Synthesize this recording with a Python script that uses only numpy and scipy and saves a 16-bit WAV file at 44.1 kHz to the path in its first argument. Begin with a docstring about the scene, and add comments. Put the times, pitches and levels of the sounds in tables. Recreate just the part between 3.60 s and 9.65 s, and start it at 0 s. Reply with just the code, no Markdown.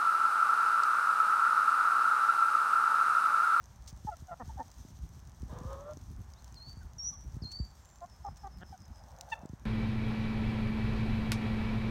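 """A garden lawn: hens feed, mostly near, with short soft clucks, a long hoarse croon and one sharp yip.
Their voices are pulse trains through throat shapes; a second hen, further off, croons as shaped noise.
Pecks, grass scuffs and a faint electrical ticking are noise bursts. A songbird and far birds whistle as
gliding sines, with tree echo. Light wind is shaped noise; it and the moving hand thump on the microphone,
as sines that slide down in the bass."""
import sys
import numpy as np
from scipy import signal
from scipy.fft import rfft, irfft, next_fast_len
from scipy.io import wavfile
from scipy.ndimage import map_coordinates

SR = 44100
rng = np.random.default_rng(int(sys.argv[2]) if len(sys.argv) > 2 else 0)


def to_wav(s):
    """Save 16-bit WAV."""
    ch = np.atleast_2d(s).T  # columns
    pcm = np.round(np.clip(ch, -1, 1) * 32767)  # PCM
    wavfile.write(sys.argv[1], SR, pcm.astype(np.int16))


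N = 266981  # length in samples


def amp(db):
    """Decibels to gain."""
    return 10 ** (np.asarray(db) / 20)


def unit(x):
    """Scale to rms 1."""
    return x / np.sqrt(np.mean(x ** 2) + 1e-20)


def along(points, hz):
    """Read (freq_hz, value) points on a log frequency axis."""
    point_hz, values = np.transpose(points)
    return np.interp(np.log(hz + 1), np.log(point_hz + 1), values)


def curve(rows):
    """Read (time_s, value) points at every sample."""
    return np.interp(np.arange(N) / SR, *np.transpose(rows))


def wobble(rate, size=N):
    """A smooth random curve with this many knots a second."""
    knots = rng.standard_normal(int(size * rate / SR) + 4)
    return map_coordinates(knots, [np.arange(size) * rate / SR])


def envelope(t, length, attack, release):
    """A rounded rise, a hold and a rounded fall; silent outside."""
    ramp = np.minimum(t / attack, (length - t) / release)
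    return np.sin(np.pi / 2 * np.clip(ramp, 0, 1))


def filtered(x, response):
    """Multiply the spectrum of x by a response of frequency."""
    padded = next_fast_len(len(x) + 8192)
    hz = np.fft.rfftfreq(padded, 1 / SR)
    return irfft(rfft(x, padded) * response(hz), padded)[:len(x)]


def coloured(x, spectrum):
    """Filter x by (freq_hz, level_db) points and scale to rms 1."""
    return unit(filtered(x, lambda hz: amp(along(spectrum, hz))))


def noise(spectrum, size=N):
    """Coloured noise of rms 1."""
    return coloured(rng.standard_normal(size), spectrum)


def causal(gain_db):
    """Minimum-phase impulse response with these gains on an even frequency grid, by folding the cepstrum."""
    cepstrum = irfft(np.log(amp(gain_db)))
    half = len(cepstrum) // 2
    folded = np.r_[cepstrum[0], 2 * cepstrum[1:half], np.zeros(half)]
    return irfft(np.exp(rfft(folded)))


def phase_of(hz):
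    """Running phase of a moving frequency."""
    return 2 * np.pi * np.cumsum(hz) / SR


def add(track, start_s, sound):
    """Mix a sound into the track at a start time."""
    part = track[max(round(start_s * SR), 0):][:len(sound)]
    part += sound[:len(part)]


# hens' clucks, mostly near, with two faint distant ones: start_s, length_s, first_hz, last_hz, level_db,
# crest (0-1 of the call), cycles (per repeat), undertones_db (at the crest), tilt_db (per octave),
# beak (0 shut - 1 wide open)
CLUCK_CALLS = [(0.468, 0.04, 888, 900, -36, 0.47, 2, -8.5, -17, 0),
               (0.502, 0.052, 791, 665, -47, 0.58, 1, 0, 0, 0),
               (0.675, 0.052, 774, 720, -51.5, 0.53, 1, 0, -0.5, 0.08),
               (0.706, .04, 717, 705, -42.5, 0.55, 4, -14, -2, 0.06),
               (0.795, .039, 842, 657, -43, 0.36, 3, -1.5, -4.5, 0.12),
               (0.89, 0.023, 950, 910, -48, 0.74, 2, -14, -16, 0),
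               (0.969, 0.037, 820, 750, -46, 0.55, 1, 0, -6, 0.16),
               (0.984, 0.048, 952, 670, -44, 0.2, 3, -7, -15, .26),
               (0.998, .029, 927, 950, -39.5, 0.46, 1, 0, -16.5, 0.11),
               (3.207, 0.034, 1640, 1430, -61, .4, 1, 0, -15, 0.2),
               (3.522, 0.041, 1165, 1100, -61.5, 0.4, 1, 0, -2, 0.33),
               (4.409, 0.051, 715, 755, -45, .42, 2, -3.5, -13, 0.01),
               (4.641, 0.051, 868, 805, -40, 0.5, 2, -3.5, -14, 0.02),
               (4.676, 0.017, 902, 840, -46.5, .5, 3, -5, -5, 0),
               (4.832, 0.062, 840, 770, -46, 0.23, 2, -5.5, -6.5, 0.15),
               (5.005, 0.034, 684, 760, -50, 0.66, 4, -4, -.5, 0.44),
               (5.12, 0.043, 842, 735, -49.5, 0.38, 1, 0, -1.5, .1),
               (5.7152, .029, 853, 832, -33, 0.57, 2, -23, 1.5, 1)]
# a hen's throat with the beak shut, ajar and wide open: freq_hz, gain_db
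SHUT_THROAT = [(170, -8), (260, -8), (335, -31), (425, -19.5), (520, -5.5), (800, 0), (1050, 1.5),
               (1350, -5), (1600, -29.5), (1830, -3), (2020, -30.5), (3400, -42.5), (4500, -62)]
AJAR_THROAT = [(180, 4.5), (380, -5.5), (750, -9), (1150, -18), (1450, -6.5), (1700, 1.5), (2200, -37),
               (3200, -9), (4500, -54)]
GAPING_THROAT = [(180, 6), (450, -18), (900, -0.5), (1800, -5.5), (2700, -6), (3600, -16.5), (4500, -30),
                 (9000, -35)]
SAG, ARCH = 0.055, 0.13  # mid-call bend as a share of the tone: a shut beak sags it, a wide one arches it
UNDERTONE_GROWTH_DB = 6.5  # from the start to the end of a cluck
CLUCK_EDGE = 0.7  # share of a cluck given to swelling and fading


def clucks(jitter=0.013, shimmer_db=2.5, air_db=-24):
    """Each cluck is a bowed tone; when the syrinx repeats only every few cycles, undertones fill the gaps."""
    out = np.zeros(N)
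    grid = np.linspace(0, SR / 2, 513)
    throats = np.array([along(shape, grid) for shape in (SHUT_THROAT, AJAR_THROAT, GAPING_THROAT)])
    for start, length, first, last, db, crest, cycles, under_db, tilt_db, beak in CLUCK_CALLS:
        u = np.linspace(0, 1, int(length * SR))
        bow = (ARCH * beak - SAG) * (1 - (2 * u - 1) ** 2)
        tone = (first + (last - first) * u) * (1 + bow + jitter * wobble(339, len(u)))
        # partials of the repeat rate; those between the tone's harmonics are undertones
        fold = max(round(cycles), 1)
        k = np.arange(1, 5 * fold + 1)[:, None]
        harmonic_db = tilt_db * np.log2(np.maximum(k / fold, 1))
        undertone_db = (under_db + UNDERTONE_GROWTH_DB * (u - crest)) * (k % fold > 0)
        partials = amp(harmonic_db + undertone_db) * np.cos(k * phase_of(tone / fold))
        source = unit(np.sum(partials, axis=0)) + amp(air_db) * rng.standard_normal(len(u))
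        # the beak setting blends neighbouring throat shapes
        blend = np.maximum(1 - 2 * abs(np.clip(beak, 0, 1) - np.linspace(0, 1, len(throats))), 0)
        voice = signal.fftconvolve(source, causal(blend @ throats))[:len(u)]
        crest = np.clip(crest, 0.1, 0.9)
        swell = envelope(u, 0.98, CLUCK_EDGE * crest, CLUCK_EDGE * (1 - crest)) ** 1.4
        level = amp(db + shimmer_db * wobble(251, len(u)))
        add(out, start, unit(voice) * swell * level)
    return out


# the crooning hen's throat: freq_hz, gain_db
CROON_THROAT = [(200, -14), (340, -5), (540, -1), (740, -7.5), (1010, -2.5), (1200, -4.5), (1340, -15.5),
                (1600, -15), (1760, -15.5), (2050, -27), (2850, -31), (3550, -22.5), (4500, -38),
                (7000, -60)]
CROON_START_S, CROON_LENGTH_S, CROON_ATTACK_S, CROON_RELEASE_S = 1.88, 0.462, 0.061, 0.034
CROON_FROM_HZ, CROON_TO_HZ, CROON_EASE = 460, 598.6, 0.85  # ease is the exponent of the pitch rise
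CROON_RASP_DB, RASP_EASES_DB = -50, 8  # rasp level at the start; its drop over the call
CROON_TONE_DB, TONE_GROWS_DB = -46, 15  # tone level at the end; its growth over the call
CLEARS_AT, CLEARS_OVER = 0.26, 0.083  # effort at which tone and overtones emerge; how gradually


def croon(jitter=0.02, scatter=0.23, second_db=-3, side_db=-4, side_hz=165, air_db=-13, waver=0.015):
    """A hoarse drawn-out call: effort lifts the pitch and clears a tone out of the syrinx's uneven snaps."""
    t = np.arange(N) / SR - CROON_START_S
    effort = np.clip(t / CROON_LENGTH_S, 0, 1)
    gate = envelope(t, CROON_LENGTH_S, CROON_ATTACK_S, CROON_RELEASE_S)
    rise_hz = (CROON_TO_HZ - CROON_FROM_HZ) * effort ** CROON_EASE
    pitch = (CROON_FROM_HZ + rise_hz) * (1 + waver * wobble(35))
    clear = (1 + np.tanh((effort - CLEARS_AT) / CLEARS_OVER)) / 2
    tone_db = CROON_TONE_DB - TONE_GROWS_DB * (1 - effort)
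    hoarse_db = CROON_RASP_DB - RASP_EASES_DB * effort
    phase = phase_of(pitch * (1 + jitter * wobble(260)))
    tone = unit(np.cos(phase)) * amp(tone_db + wobble(120))
    # a slower, unsteady vibration puts a sideband above the octave
    slow = phase_of(side_hz * (1 + 0.0974 * wobble(150)))
    octave = amp(second_db) * unit(np.cos(2 * phase))
    sideband = amp(side_db) * unit(np.cos(2 * phase + slow))
    # one snap a cycle, each early or late by chance
    beats = np.flatnonzero(np.diff(phase // (2 * np.pi)))
    times = beats + scatter * SR / pitch[beats] * rng.standard_normal(len(beats))
    snaps = np.bincount(np.clip(times, 0, N - 1).astype(int), minlength=N)
    source = unit(snaps - snaps.mean()) + amp(air_db) * rng.standard_normal(N)
    throat = causal(along(CROON_THROAT, np.linspace(0, SR / 2, 513)))
    rasp = unit(signal.fftconvolve(source, throat)[:N])
    hoarse = amp(hoarse_db) * (clear * (octave + sideband) + rasp)
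    return gate * amp(1.8 * wobble(29.9)) * (clear * tone + hoarse)


# spectrum of the further hen's rasp: freq_hz, level_db (relative, per Hz)
FAR_HEN_SPECTRUM = [(350, -57), (520, -2.5), (620, -0.5), (850, -0.5), (1150, -12), (1700, -17.5),
                    (2600, -43)]
FAR_START_S, FAR_LENGTH_S, FAR_ATTACK_S, FAR_RELEASE_S = 5.28, 0.62, 0.15, 0.1
FAR_DB, FAR_GROWS_DB_PER_S = -54.5, 15  # level reached at the end; growth towards it


def far_croon():
    """Another hen rasps softly further off: throat-shaped noise that grows until its release."""
    t = np.arange(N) / SR - FAR_START_S
    db = FAR_DB + FAR_GROWS_DB_PER_S * np.minimum(t - FAR_LENGTH_S, 0)
    gate = envelope(t, FAR_LENGTH_S, FAR_ATTACK_S, FAR_RELEASE_S)
    return gate * amp(db + 1.4 * wobble(70)) * noise(FAR_HEN_SPECTRUM)


def snap(spectrum, t60, lead):
    """A tiny noise burst: it rises for lead seconds, then decays by 60 dB in t60 seconds."""
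    t = np.arange(SR // 10) / SR - lead
    return amp(np.minimum(30 * t / lead, -60 * t / t60)) * noise(spectrum, len(t))


# pecks and snaps: time_s, level_db (before the trim in pecks)
PECK_EVENTS = [(.568, -50), (1.115, -46.5), (1.6724, -50), (1.8193, -47.5), (1.9864, -44.5), (2.13, -45.5),
               (2.371, -47.5), (2.736, -49), (2.8435, -46), (2.9427, -46.5), (5.6098, -34.5),
               (5.8583, -50.5)]
# spectrum of a dry snap, shared with the grass: freq_hz, level_db (relative)
SNAP_SPECTRUM = [(800, -32), (2500, -15), (4000, -7), (5200, -2.5), (6200, 2.5), (7200, -6), (9000, -9),
                 (10500, -21), (13000, -25), (16000, -10)]
# spectrum of an electrical tick: freq_hz, level_db (relative)
TICK_SPECTRUM = [(4000, -17.5), (5300, -19), (6200, 1), (7200, -21), (10000, -20.5)]
PECK_T60_S = 0.011


def pecks(trim_db=-2, tick_db=-53, tick_t60=0.0049, lead=0.00092):
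    """Dry snaps of beaks and twigs, and a faint even electrical ticking, all as noise bursts."""
    out = np.zeros(N)
    for start, db in PECK_EVENTS:
        add(out, start, amp(db + trim_db) * snap(SNAP_SPECTRUM, PECK_T60_S, lead))
    for start in np.arange(0.057, 6.02, 0.1024):
        add(out, start, amp(tick_db + rng.normal(0, 1.0)) * snap(TICK_SPECTRUM, tick_t60, lead))
    return out


# brushes through the grass: start_s, length_s, level_db
GRASS_SCUFFS = [(0.269, 0.052, -50.5), (3.913, 0.024, -50.5), (4.767, 0.022, -58.5), (5.687, 0.096, -60)]
SCUFF_RISE = 0.22  # share of a scuff spent swelling


def grass(rate=70, crackle_db=-75, life=0.00034):
    """Feet stir the grass: sparse tiny crackles at random (rate a second) and short swelling scuffs of noise."""
    grains = (rng.random(N) < rate / SR) * rng.random(N) ** 2
    # each grain spreads both ways in time, over about life seconds
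    spread = signal.filtfilt([1], [1, -np.exp(-1 / (life * SR))], grains)
    crackles = coloured(spread * rng.standard_normal(N), SNAP_SPECTRUM)
    t = np.arange(N) / SR
    strokes = np.zeros(N)
    for start, length, db in GRASS_SCUFFS:
        swell = envelope(t - start, length, SCUFF_RISE * length, (1 - SCUFF_RISE) * length)
        strokes += amp(db) * swell ** 2
    return amp(crackle_db) * crackles + strokes * amp(2.5 * wobble(400)) * noise(SNAP_SPECTRUM)


# songbird in the trees: start_s, length_s, flick_hz (from above), lowest_hz, final_hz,
# level_db (reached at the end, before the mix and the release), trill_depth_hz
SONGBIRD_WHISTLES = [(2.75, .06, 0, 3600, 4350, -67, 30), (2.952, 0.18, 1300, 4150, 4590, -52, 50),
                     (3.382, .128, 350, 5530, 5930, -35.5, 135), (3.819, .195, 1600, 4200, 4630, -44, 30)]
FLICK_S = 0.007  # time constant of the drop onto the lowest pitch
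RISE_FROM, RISE_TO = 0.12, 0.95  # part of the whistle over which it climbs
WHISTLE_ATTACK_S, WHISTLE_RELEASE_S, WHISTLE_GROWS_DB = 0.0045, 0.029, 8.5


def songbird(trill_hz=190, trill_at=0.7, trill_width=0.33):
    """Sine whistles that flick down, then climb and swell with a fast buzzing trill of the pitch."""
    out = np.zeros(N)
    for start, length, flick_hz, low_hz, top_hz, db, depth_hz in SONGBIRD_WHISTLES:
        t = np.arange(int(length * SR)) / SR
        u, size = t / length, len(t)
        climb = np.sin(np.pi / 2 * np.clip((u - RISE_FROM) / (RISE_TO - RISE_FROM), 0, 1)) ** 2
        flutter = 0.35 * depth_hz * wobble(89.6, size)
        pitch = low_hz + flick_hz * np.exp(-t / FLICK_S) + (top_hz - low_hz) * climb + flutter
        trill = np.sin(phase_of(trill_hz * (1 + 0.082 * wobble(37, size)))) + 0.48 * wobble(301, size)
        trill *= depth_hz * np.exp(-((u - trill_at) / trill_width) ** 2)
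        growth_db = -WHISTLE_GROWS_DB * np.clip(1 - u, 0, 1) ** 2
        level = amp(db + growth_db + 2.7 * wobble(128.7, size))
        gate = envelope(t, length, WHISTLE_ATTACK_S, WHISTLE_RELEASE_S)
        add(out, start, gate * level * unit(np.sin(phase_of(pitch + trill))))
    return out


def far_note(length, hz, fall, blur):
    """One fuzzy sine that swells and fades while its pitch falls by a share."""
    u = np.linspace(0, 1, int(length * SR))
    pitch = hz * (1 - fall * u + blur * wobble(905, len(u)))
    return np.sin(np.pi * u) * np.sin(phase_of(pitch))


# thin far whistles: start_s, length_s, pitch_hz (at the start), level_db (before the mix)
FAR_WHISTLES = [(3.84, .32, 7430, -74), (4.16, .3, 7350, -70.5)]
TWITTER_START_S, TWITTER_GAP_S, TWITTER_NOTE_S = 4.47, 0.14, 0.12  # gap is from note start to note start
TWITTER_HZ, TWITTER_SINKS_HZ = 5430, 18  # pitch of the first note; drop from note to note


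def twitter(level_db=-66.5, count=7):
    """Far birds: two thin sine whistles, then an even run of falling notes."""
    out = np.zeros(N)
    for start, length, hz, db in FAR_WHISTLES:
        add(out, start, amp(db) * far_note(length, hz, fall=0.02, blur=0.008))
    for k in range(count):
        note = far_note(TWITTER_NOTE_S, TWITTER_HZ - TWITTER_SINKS_HZ * k, fall=0.057, blur=0.027)
        add(out, TWITTER_START_S + k * TWITTER_GAP_S, amp(level_db) * note)
    return out


# bumps of the hand and wind on the microphone: start_s, level_db (peak of the swell), swell_s
MICROPHONE_BUMPS = [(0.326, -37.5, 0.017), (.448, -32.5, 0.0064), (.621, -39.5, 0.009), (.832, -40, 0.0092),
                    (.878, -36.5, 0.015), (0.958, -38, 0.016), (1.25, -39, 0.0032), (1.389, -39, 0.027),
                    (1.83, -31.5, 0.0064), (1.928, -34.5, .0042), (2.012, -34.5, 0.0027),
                    (2.05, -31, 0.012), (2.371, -38, 0.0012), (3.17, -37.5, 0.013), (3.766, -35, 0.0061),
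                    (3.82, -33, 0.0071), (3.837, -39.5, .002), (3.85, -36, 0.0082), (3.999, -26.5, 0.011),
                    (5.833, -39, 0.0033), (5.854, -32, 0.0013), (5.895, -37, 0.0067), (5.933, -33, .0039)]


def thumps(rest_hz=62, sweep_hz=260, settle=0.0044, rise=0.85):
    """Each bump swells and dies as a sine that slides down to the ringing of the recorder's low-cut filter."""
    out = np.zeros(N)
    t = np.arange(SR // 6) / SR
    ring = np.sin(phase_of(rest_hz + sweep_hz * np.exp(-t / settle)))
    for start, db, swell in MICROPHONE_BUMPS:
        push = (t / swell) ** rise * np.exp(rise - t / swell)  # peaks near 1
        add(out, start, amp(db) * push * ring)
    return out


# strength of the wind on the microphone: time_s, level_db
WIND_LEVEL = [(0, -52.5), (.7, -52), (1.4, -49), (1.65, -52), (2.1, -42.5), (2.25, -49.5), (2.5, -43.5),
              (3, -51), (3.5, -50.5), (3.75, -45.5), (4.25, -55), (4.8, -52), (5.35, -51.5), (6.05, -54.5)]
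# level of the fine hiss: time_s, level_db
HISS_CURVE = [(0, -70.5), (1.2, -67), (1.8, -72), (2.1, -67.5), (2.6, -71), (6.05, -73.5)]
# spectra of the buffeting, the garden wash and the hiss: freq_hz, level_db (relative, per Hz)
BUFFET_SPECTRUM = [(20, -48), (33, -18), (48, -3.5), (61, 0), (80, -6), (120, -12), (200, -19.5),
                   (400, -37), (650, -63.5)]
WASH_SPECTRUM = [(150, -14), (260, -5.5), (438, -7), (655, -1), (842, 1), (1710, -7.5), (2420, -15.5),
                 (3500, -23), (4550, -36), (7700, -120)]
HISS_SPECTRUM = [(2000, -19), (3200, -4.5), (4800, -4), (5600, 1), (6200, 3), (7200, -5), (9000, -7),
                 (10500, -19.5), (12500, -8.5), (15500, -16.5)]
WASH_DB = -66.5


def wind():
    """Light air buffets the microphone as bass noise, over a soft garden wash and a fine hiss."""
    buffet = coloured(rng.standard_normal(N) * amp(3.6 * wobble(35)), BUFFET_SPECTRUM)
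    wash = amp(WASH_DB + 0.97 * wobble(10)) * noise(WASH_SPECTRUM)
    hiss = amp(curve(HISS_CURVE) + 1.97 * wobble(30)) * noise(HISS_SPECTRUM)
    return amp(curve(WIND_LEVEL)) * buffet + wash + hiss


# decay of the echo around the lawn: freq_hz, t60_s
TREE_DECAY = [(200, 0.33), (1500, 0.2), (5000, 0.41), (12000, 0.37)]


def echo(x):
    """Trees and fences scatter a diffuse tail: noise that decays at its own rate in each frequency band."""
    hz, t, bands = signal.stft(rng.standard_normal(SR), SR, nperseg=256)
    decay = amp(-60 * t / along(TREE_DECAY, hz)[:, None])
    tail = signal.istft(bands * decay, SR, nperseg=256)[1]
    return signal.fftconvolve(x, tail / np.linalg.norm(tail))[:N]


def scene():
    """The sounds of the lawn are almost dry; the birds in the trees carry more echo."""
    lawn = clucks() + croon() + pecks() + grass()
    bird, far_bird = songbird(), twitter()
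    echo_send = amp(-19.5) * lawn + amp(-9.5) * bird + amp(-4.5) * far_bird
    direct = lawn + amp(-2.5) * bird + amp(0.5) * far_bird + far_croon()
    mix = direct + echo(echo_send) + thumps() + wind()
    return mix[None]  # one channel


TOP_HZ = 15850


def record(dry):
    """Nothing is kept above the band limit."""
    return np.array([filtered(channel, lambda hz: hz < TOP_HZ) for channel in dry])


dry = scene()
out = record(dry)
to_wav(out)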